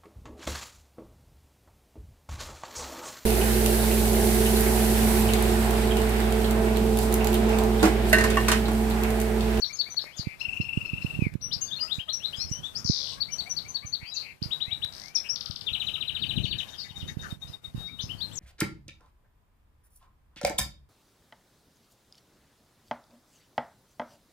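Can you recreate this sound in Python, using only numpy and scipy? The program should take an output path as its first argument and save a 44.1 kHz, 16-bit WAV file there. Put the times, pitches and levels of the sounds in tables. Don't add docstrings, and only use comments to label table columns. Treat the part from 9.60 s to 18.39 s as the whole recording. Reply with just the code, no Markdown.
import sys
import numpy as np
from scipy import signal
from scipy.fft import rfft, irfft
from scipy.io import wavfile
from scipy.ndimage import uniform_filter1d

SR = 44100
rng = np.random.default_rng(int(sys.argv[2]) if len(sys.argv) > 2 else 0)


def unload_wav(signal):
    wavfile.write(
        sys.argv[1],
        SR,
        np.round(np.clip(np.atleast_2d(signal).T, -1, 1) * 32767).astype(np.int16),
    )


def convert_level_to_amplitude(level_db):
    exponent = np.asarray(level_db, float) / 20
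    return 10 ** exponent


N = 387638

# [t/s, length/s, start f/Hz, end f/Hz, peak level/dB]
SCOOPS = [(1.908, .052, 2640, 4890, -24.5), (1.919, .03, 4400, 5520, -24.6),
          (2.104, .043, 2930, 3750, -26.7), (2.183, .024, 2390, 3000, -35.3),
          (2.2, .049, 4640, 4960, -21.4), (2.386, .034, 2210, 3260, -26.8), (2.482, .03, 2700, 4200, -22.6),
          (2.725, .033, 2520, 3400, -28.1), (2.79, .05, 3700, 4450, -29.2),
          (5.547, .025, 6300, 5250, -14.2), (5.686, .034, 4860, 5740, -20), (6.58, .04, 4000, 4450, -41),
          (6.82, .04, 4050, 4400, -41), (8.488, .041, 2520, 3160, -29.2), (8.602, .041, 2980, 4240, -24.6),
          (8.753, .013, 4800, 7100, -33)]
# [t/s, length/s, start f/Hz, end f/Hz, peak level/dB]
RAMPS = [(.154, .033, 5530, 4940, -40.5), (.409, .019, 5350, 4990, -37.9), (1.806, .014, 3300, 5800, -41.6),
         (2.79, .05, 4950, 6000, -25.7), (3.028, .046, 3190, 3790, -27), (3.147, .036, 4350, 5900, -25),
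         (3.174, .016, 5700, 7100, -36), (3.7, .018, 5100, 6000, -43), (7.175, .042, 5250, 3900, -29),
         (5.566, .011, 5300, 3000, -29), (8.385, .03, 2800, 4400, -26), (8.764, .032, 7000, 5100, -28)]
# [t/s, length/s, start f/Hz, end f/Hz, peak level/dB]
SAGS = [
    (1.587, .102, 2560, 1850, -30.1),
    (4.465, .054, 4730, 5350, -33.5),
    (6.062, .036, 3650, 2200, -21.8),
]
# [t/s, length/s, start f/Hz, end f/Hz, peak level/dB]
CLIMBS = [
    (2.278, .056, 2550, 4150, -19),
    (2.6, .065, 2600, 4300, -20),
    (4.818, .012, 2800, 5400, -16),
    (2.71, .085, 4500, 5300, -36),
    (2.77, .14, 4300, 5500, -39),
]
# [t/s, length/s, f/Hz, peak level/dB]
HOLDS = [(1.812, .05, 5810, -26.6), (2.006, .05, 2840, -43), (2.157, .032, 4250, -30.5),
         (4.544, .019, 2660, -38.1), (4.511, .04, 3950, -28), (2.075, .03, 3550, -40),
         (6.35, .05, 1280, -50), (6.61, .065, 4500, -39), (6.845, .11, 4430, -39), (6.54, .04, 1400, -49),
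         (7.33, .045, 800, -49), (8.15, .25, 3740, -35), (8.726, .054, 7600, -38.7)]
# [t/s, lowest f/Hz, peak level/dB]
DIPS = [(.126, 6390, -30.9), (.298, 6040, -33.9), (2.009, 6330, -21.7), (2.526, 5700, -22),
        (2.912, 5800, -25.2), (3.715, 5870, -26), (3.893, 5870, -24.4), (4.078, 6130, -32.1),
        (4.256, 6130, -29.8), (8.408, 6080, -37.6)]
# [t/s, peak level/dB]
CHIRPS = [(.091, -37.6), (.256, -38.7), (3.68, -39.9), (3.855, -37), (4.044, -41.1), (4.219, -39),
          (8.275, -38.7)]
# [t/s, peak level/dB]
PIPS = [(7.075, -43), (7.12, -42), (7.18, -41), (7.23, -39), (7.285, -38), (7.352, -33.1), (7.392, -39),
        (7.472, -35), (7.589, -35.4), (7.699, -36), (7.813, -33.2), (7.927, -36.3), (8.038, -32.4)]
# [t/s, length/s, start f/Hz, end f/Hz, peak level/dB]
BUZZES = [(.04, .05, 5500, 5600, -40.9), (.44, .07, 2150, 2300, -40.9), (.562, .03, 7000, 6100, -37.1),
          (.575, .045, 5400, 4000, -30), (.635, .12, 2300, 2350, -38.1), (4.397, .075, 1980, 2710, -38.6),
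          (4.535, .025, 7000, 5500, -32), (4.557, .028, 5000, 4100, -22), (4.597, .028, 4260, 4500, -29),
          (4.605, .12, 2450, 2370, -37.4), (5.636, .038, 2340, 3030, -36.9), (7.13, .03, 3450, 3050, -40),
          (7.19, .05, 5300, 4300, -33), (7.235, .039, 2150, 1870, -41), (7.29, .035, 3400, 2950, -41),
          (7.4, .035, 3450, 2950, -41), (7.47, .03, 6350, 6150, -47), (7.477, .029, 1750, 2080, -40.1),
          (7.62, .048, 1750, 1350, -36.8), (8.41, .04, 4800, 5300, -38.7)]
# [t/s after start, f/Hz, level/dB]
HOOK = [(0, 3600, -40), (.009, 4500, -9), (.021, 4450, 0), (.027, 4250, -10), (.032, 3950, -3),
        (.037, 2800, -32)]
RISE = [(0, 2500, -22), (.008, 3200, -9), (.017, 3750, -2), (.031, 3900, 0), (.034, 3900, -20)]
SLIDE = [(0, 4000, -20), (.009, 3850, -1), (.017, 3450, -11), (.024, 3000, 0), (.035, 2150, -23)]
DROP = [(0, 6300, -12), (.003, 5000, 0), (.006, 3600, -7), (.009, 2900, -18)]
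BEAD = [(0, 2450, -20), (.005, 2600, -8), (.012, 2780, 0), (.02, 2750, -20)]
CLICK = [(0, 2600, -16), (.002, 4600, 0), (.005, 6600, -14)]
ZIG = [(0, 6900, -9), (.0025, 5600, 0), (.005, 4500, -3), (.008, 5400, -3), (.0135, 7200, -11)]
# [shape, repeats,
# (t/s, first gap/s, last gap/s, first level/dB, last level/dB, drift of f/Hz)]
PHRASES = [
    (HOOK, dict(count=3), (.013, .169, .179, -14, -16, -40)),
    (BEAD, dict(count=19), (.805, .039, .0428, -19.5, -26, -30)),
    (ZIG, dict(count=22), (3.243, .0148, .0128, -16.5, -25, -2000)),
    (HOOK, dict(count=5), (3.597, .18, .181, -17.5, -16.5, 0)),
    (RISE, dict(count=4), (4.905, .096, .112, -20, -19.5, 30)),
    (CLICK, dict(count=10), (5.323, .012, .023, -32, -29, 300)),
    (DROP, dict(count=6), (5.756, .0505, .0505, -21, -25, -250)),
    (SLIDE, dict(count=13), (6.128, .068, .074, -19, -20, 30)),
]
# [t/s, length/s, start f/Hz, end f/Hz, peak level/dB]
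FAR_CALLS = [(.51, .06, 2600, 3600, -42.8), (2.05, .05, 4400, 4750, -40), (2.9, .12, 2750, 3150, -45),
             (3.7, .06, 2800, 3150, -45.4), (3.74, .18, 600, 750, -46.8), (4.44, .07, 2750, 3350, -44),
             (3.95, .07, 5100, 5300, -45), (4.44, .07, 4150, 4800, -40), (5.04, .125, 1700, 2450, -44),
             (5.045, .12, 2200, 2900, -46), (5.37, .25, 1750, 2500, -48), (3.44, .18, 930, 1150, -54),
             (3.38, .08, 500, 560, -52), (2.79, .06, 2400, 2500, -49), (8.575, .05, 4350, 4700, -43),
             (8.708, .03, 2400, 3700, -43)]
# [t/s, peak level/dB, centre f/Hz]
RASPS = [(.575, -36, 3500), (2.225, -42, 6500), (2.34, -43, 6700), (2.76, -42, 6500), (2.89, -42, 6700),
         (3.04, -45, 7000), (4.33, -43, 1100), (4.4, -41, 900), (4.42, -41, 1700), (4.62, -42, 1800),
         (4.68, -43, 1700), (4.548, -33, 4500), (6.53, -44, 1700), (6.64, -44, 2000), (6.84, -40, 5600),
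         (6.98, -40, 5800), (6.98, -42, 2000), (7.075, -43, 4900), (7.07, -40, 2900), (7.19, -36, 5000),
         (7.3, -43, 4900), (7.3, -43, 2300), (7.41, -43, 2700), (7.1, -43, 6200), (7.118, -41, 1600),
         (7.14, -43, 4900), (7.2, -41, 3100), (7.235, -42, 6200), (7.26, -41, 4800), (7.355, -43, 6200),
         (7.355, -43, 1900), (7.39, -43, 4700), (7.475, -43, 4600), (7.475, -42, 3000), (7.5, -44, 5800),
         (7.612, -41, 5900), (7.62, -43, 4600), (7.63, -43, 2900), (7.69, -45, 4500)]
# [t/s, f/Hz, peak level/dB]
CHEEPS = [
    (.795, 1075, -36),
    (1.005, 1065, -41),
    (1.25, 1070, -47),
    (1.415, 1070, -44),
    (7.872, 1020, -46),
    (8.26, 940, -49),
]
# [t/s, f/Hz, peak level/dB]
CLUCKS = [
    (2.222, 640, -42),
    (2.475, 640, -43),
    (3.565, 550, -48),
    (4.225, 600, -48),
]
# [delay t/s, level/dB]
BOUNCES = [(.0065, -15), (.011, -14), (.017, -15), (.028, -16)]
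# [t/s, left level/dB, right level/dB]
WIND = [(0, -61, -62), (.8, -61, -53), (1.6, -59, -37), (2.3, -56, -57), (2.7, -58, -55), (2.87, -59, -46),
        (3.1, -59, -50), (4.1, -51, -54), (4.79, -61, -55), (4.84, -60, -44), (4.93, -60, -54),
        (5.15, -60, -51), (5.45, -60, -57), (6.59, -47, -53), (6.8, -32, -53), (7.1, -56, -53),
        (7.58, -52, -39), (7.98, -56, -55), (8.18, -44, -49), (8.78, -49, -55)]
# [t/s, peak level/dB]
LEFT_PUFFS = [(5.9, -26), (6.12, -30), (6.777, -18.5), (6.803, -21.1), (6.845, -17.2), (7.31, -28),
              (7.44, -29), (7.52, -29), (8.16, -26), (8.44, -29), (8.55, -29)]
# [t/s, peak level/dB]
RIGHT_PUFFS = [(.596, -21.6), (.672, -14.2), (.884, -33), (1.002, -14.6), (1.175, -11.7), (1.335, -17.7),
               (1.448, -14), (1.592, -14.3), (1.623, -9.4), (1.668, -10.5), (1.755, -12.9), (1.964, -31),
               (2.385, -24), (2.784, -30), (2.85, -33), (2.915, -21), (3.251, -20.8), (3.299, -9),
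               (4.25, -27), (4.43, -29), (4.821, -13), (4.86, -25), (5.082, -32), (5.13, -31), (5.25, -33),
               (7.43, -26), (7.571, -14.6), (7.727, -20.5), (7.85, -35), (7.9, -32), (8.08, -35),
               (8.148, -17), (8.18, -25), (8.44, -28)]
# [t/s, peak level/dB, ring f/Hz]
TICKS = [
    (.288, -29, 480),
    (.344, -28, 520),
    (.441, -28, 480),
    (.467, -33, 480),
    (.63, -32, 520),
    (1.739, -40, 2500),
    (5.248, -28, 2500),
]
# [f/Hz, left level/dB per Hz, right level/dB per Hz]
AIR = [(200, -91, -91), (700, -88.5, -89), (1500, -89.5, -99), (2200, -93, -102), (4000, -94, -103),
       (7500, -101.5, -103.5), (14000, -102, -104.5)]
# [deepest t/s, depth level/dB, sinking time/s]
DUCKS = [(.539, -6, .09), (.773, -5.5, .19), (1.711, -6.5, .06), (1.791, -10, .05), (2.454, -5, .055),
         (4.689, -4, 1.2), (4.804, -14, .115), (5.53, -7, .05), (7.343, -6.5, .24), (7.563, -7.5, .055),
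         (7.792, -12.5, .065), (8.012, -14, .07), (8.132, -9, .085), (8.366, -6.5, .15)]


def scene():
    song = yard(birds())
    song_db = 10 * np.log10(uniform_filter1d(song[0] ** 2, size=900).clip(1e-9))
    opening_db = np.clip(.15 * (song_db + 50), -1.5, 2.5)
    left, right = song + air() * convert_level_to_amplitude(np.array([opening_db, .25 * opening_db]))
    return np.array([thin(left), right]) + wind() + ticks()


def birds():
    track = np.zeros(N)
    for s, note in whistles() + far_voices():
        add(track, s, note)
    buzzes(track)
    phrases(track)
    return track


def whistles():
    kinds = (SCOOPS, .8), (RAMPS, .46), (SAGS, .17), (FAR_CALLS, .7)
    notes = [(s, glide(*note, bend)) for rows, bend in kinds for s, *note in rows]
    notes += [(s, glide(*note, .42, late=4.5)) for s, *note in CLIMBS]
    notes += [(s, arc(length, hz, hz, hz, db, rough_hz=28)) for s, length, hz, db in HOLDS]
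    notes += [(s, glide(.033, 1970, 2330, db, .88)) for s, db in CHIRPS]
    pip_hz, pip_ends = 3690, 1.017
    for s, db in PIPS:
        notes.append((s, arc(.03, pip_ends * pip_hz, pip_hz, pip_ends * pip_hz, db, rough_hz=28)))
    dip_s = .035
    for s, hz, db in DIPS:
        notes.append((s, arc(dip_s, 1.045 * hz, hz, 1.025 * hz, db)))
        notes.append((s + dip_s - .006, glide(.022, hz, 1.11 * hz, db - 16, .5)))
    return notes


def glide(length, start_hz, end_hz, db, bend, **rough):
    mid_hz = start_hz + bend * (end_hz - start_hz)
    return arc(length, start_hz, mid_hz, end_hz, db, **rough)


def arc(length, start_hz, mid_hz, end_hz, db, rough_hz=60, late=1.1):
    u = np.linspace(0, 1, num=17)
    hz = start_hz * (1 - u) * (1 - 2 * u)
    hz += 4 * mid_hz * u * (1 - u)
    hz += end_hz * u * (2 * u - 1)
    swell_db = db - 22.5 * np.abs(2 * u ** late - 1) ** 3.5
    return sing(int(length * SR), u * length, hz, swell_db, rough_hz)


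def sing(out_len, s, hz, db, rough_hz=35):
    t = np.arange(out_len) / SR
    trembling_hz = np.interp(t, s, hz) + rough_hz * shiver(out_len, size=49)
    phase = 2 * np.pi * (np.cumsum(trembling_hz) / SR + rng.random())
    top_hz = np.max(hz)
    octave_db = -31 - 11 * (3000 < top_hz < 5400 or np.ptp(hz) > 1800)
    third_db = -50 + 17 * (3950 < top_hz < 5400)
    tone = np.sin(phase) + convert_level_to_amplitude(octave_db) * np.sin(2 * phase) + convert_level_to_amplitude(third_db) * np.sin(3 * phase)
    edge = np.clip(np.minimum(t, t[::-1]) / .001, 0, 1)
    return tone * convert_level_to_amplitude(np.interp(t, s, db)) * edge


def buzzes(track):
    for s, length, *note in BUZZES:
        tone = glide(1.2 * length, *note, .55, rough_hz=.034 * np.mean(note[:2]))
        flutter_hz = 230 * (1 + .2 * shiver(len(tone), size=150))
        flutter = .5 + .5 * np.sin(2 * np.pi * np.cumsum(flutter_hz) / SR)
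        add(track, s, 2.2 * tone * flutter ** 1.8)


def phrases(track):
    for shape, repeats, (s, gap, last_gap, db, last_db, drift_hz) in PHRASES:
        at, hz, rel_db = np.transpose(shape)
        count, rattle = repeats["count"], shape == ZIG
        drift_share = np.interp(hz, [min(hz), max(hz)], [1, .4]) if rattle else 1
        for k, (detune, uneven) in enumerate(rng.standard_normal((count, 2))):
            u = k / (count - 1)
            pitch_hz = (hz + u ** .7 * drift_hz * drift_share) * (1 + .006 * detune)
            now_db = rel_db + db + u * (last_db - db) + .8 * uneven
            if rattle:
                now_db = now_db - 3.0 * ((pitch_hz - 5050) / 1100) ** 2
                now_db = now_db - 9 * .45 ** k
            add(track, s, sing(int(at[-1] * SR), at, pitch_hz, now_db, 110 if rattle else 35))
            s += gap + (last_gap - gap) * k / (count - 2)


def far_voices():
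    notes = [(s, rasp(*call)) for s, *call in RASPS]
    notes += [(s, stack(*call, throat_hz=4900, width_hz=1050)) for s, *call in CHEEPS]
    return notes + [(s, stack(*call, throat_hz=1250, width_hz=750)) for s, *call in CLUCKS]


def rasp(db, hz):
    length, rate_hz, span = .05, 110, 1.17
    u = np.linspace(0, 1, int(length * SR))
    chop = np.sin(np.pi * rate_hz * length * u) ** 2 * np.sin(np.pi * u ** .5)
    breath = chop * rng.standard_normal(len(u))
    return convert_level_to_amplitude(db + 5) * band(breath, hz / span, hz * span, order=3)


def stack(hz, db, throat_hz, width_hz):
    length = .04
    t = np.arange(int(length * SR)) / SR
    wobble = .03 * shiver(len(t), size=100)
    phase = 2 * np.pi * np.cumsum(hz * (1 - .08 * np.exp(-t / .008) + wobble)) / SR
    k = np.arange(1, 8)[:, None]
    resonance = np.exp(-((k * hz - throat_hz) / width_hz) ** 2)
    tone = np.sum(resonance * np.sin(k * phase + k * k), axis=0)
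    return convert_level_to_amplitude(db) * tone * np.sin(np.pi * (t / length) ** .7)


def shiver(length, size):
    smooth = uniform_filter1d(rng.standard_normal(length + size), size=size)
    return smooth[:length] * np.sqrt(size)


def add(track, s, x):
    i = max(int(s * SR), 0)
    track[i:i + len(x)] += x[:len(track) - i]


def band(x, low_hz, high_hz, order=2):
    edges_hz = [low_hz, min(high_hz, .45 * SR)]
    return signal.sosfilt(signal.butter(order, edges_hz, "band", fs=SR, output="sos"), x)


def walk(rate, channels=1):
    k = int(SR / rate)
    levels = rng.standard_normal((channels, N // k + 1))
    return uniform_filter1d(levels[:, np.arange(N) // k], k)


def yard(x):
    t = np.arange(int(.6 * SR)) / SR
    walls = convert_level_to_amplitude(-38.3 - 60 * t / .26) * np.clip(t / .004, 0, 1) / (1 + np.exp((t - .05) / .006))
    tail = convert_level_to_amplitude(-46 - 60 * t / .45) * np.clip(t / .01, 0, 1)
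    grain = rng.standard_normal((3, len(t))) * convert_level_to_amplitude(4.0 * rng.standard_normal((3, len(t))))
    turn = 1.5 * walk(6)[0]
    aims = np.cos(turn), np.sin(turn), 1
    one, other, aside = (signal.fftconvolve(x * aim, (walls + tail) * g)[:N] for aim, g in zip(aims, grain))
    near = x.copy()
    for (s, db), sway in zip(BOUNCES, walk(9, channels=4)):
        near += convert_level_to_amplitude(db + 2.2 * sway) * np.roll(x, int(s * SR))
    left = near + one + other
    right = near + .7 * (one + other) + .7 * aside
    shaded = convert_level_to_amplitude(-28) * right + convert_level_to_amplitude(-19) * band(right, 300, 2350)
    return np.array([np.roll(left, shift=18), shaded])


def wind():
    s, *db = np.transpose(WIND)
    eddies = rng.standard_normal((2, N)) * convert_level_to_amplitude(7.0 * rng.standard_normal((2, N)))
    rumble = band(eddies, 42, 175) * convert_level_to_amplitude(3.5 * walk(25, channels=2))
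    gust_db = np.array([np.interp(np.arange(N) / SR, s, d) for d in db])
    rumble *= convert_level_to_amplitude(gust_db + 1.5) / rumble.std()
    t = np.arange(-600, 1800) / SR
    puffs = [(0, *row) for row in LEFT_PUFFS] + [(1, *row) for row in RIGHT_PUFFS]
    for (port, s, db), turn in zip(puffs, rng.random(len(puffs))):
        cycles = t * (205 + 3.2 * db)
        swell = np.where(t < 0, np.exp(-(cycles / .3) ** 2), np.exp(-cycles / .6))
        slowing = 1.5 * np.sign(cycles) * np.log1p(.7 * np.abs(cycles))
        add(rumble[port], s + t[0], convert_level_to_amplitude(db + 2.5) * swell * np.cos(2 * np.pi * (turn + slowing)))
    return band(rumble, 35, 600, order=1)


def ticks():
    out, t = np.zeros(N), np.arange(400) / SR
    for s, db, hz in TICKS:
        burst = rng.standard_normal(len(t)) * np.exp(-t / .0015)
        add(out, s, convert_level_to_amplitude(db + 4) * band(burst, .5 * hz, 2.5 * hz, order=1))
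    return out * convert_level_to_amplitude(np.array([[-7], [0]]))


def air():
    hz, *db = np.transpose(AIR)
    f = np.arange(N // 2 + 1) * SR / N + 1
    colour_db = np.array([np.interp(np.log(f), np.log(hz), d) for d in db])
    colour = convert_level_to_amplitude(colour_db) * np.sqrt(SR / 2)
    hiss = irfft(rfft(rng.standard_normal((2, N))) * colour, N)
    edges_hz = 400 * 1.3 ** np.arange(12)
    for low_hz, patch in zip(edges_hz, walk(14, channels=12)):
        hiss[0] += band(hiss[0], low_hz, 1.3 * low_hz) * (convert_level_to_amplitude(3.6 * patch) - 1)
    return hiss * convert_level_to_amplitude(1.8 * walk(12))


def thin(x):
    f, t, cells = signal.stft(x, SR, nperseg=512)
    power = uniform_filter1d(np.abs(cells) ** 2, size=9, axis=1)
    patch_db = 10 * np.log10(uniform_filter1d(power, size=6, axis=0) + 1e-18)
    draws = rng.standard_normal((len(f) // 5 + 1, len(t) // 8 + 1))
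    luck = draws[np.arange(len(f))[:, None] // 5, np.arange(len(t)) // 8]
    song_db = 10 * np.log10(power[f > 2000].sum(axis=0) + 1e-18)
    limit_db = song_db - 51 + 3.0 * luck - .6 * (f[:, None] / 1e3 - 8)
    kept = (patch_db > limit_db) | (f[:, None] < 4200)
    return signal.istft(cells * kept, SR)[1][:N]


def roll_off(x):
    return signal.sosfilt(signal.butter(12, 15590, fs=SR, output="sos"), x)


def record(dry):
    t = np.arange(N) / SR
    open_db, reopen_s = 1.0, .035
    gate_db = open_db + sum(np.interp(t, [s - sinking, s, s + reopen_s], [0, db, 0])
                            for s, db, sinking in DUCKS)
    top_cut = signal.ellip(10, .2, 70, 14650, fs=SR, output="sos")
    mix = signal.sosfiltfilt(top_cut, dry * convert_level_to_amplitude(gate_db))
    return roll_off(mix)


dry = scene()
out = record(dry)
unload_wav(out)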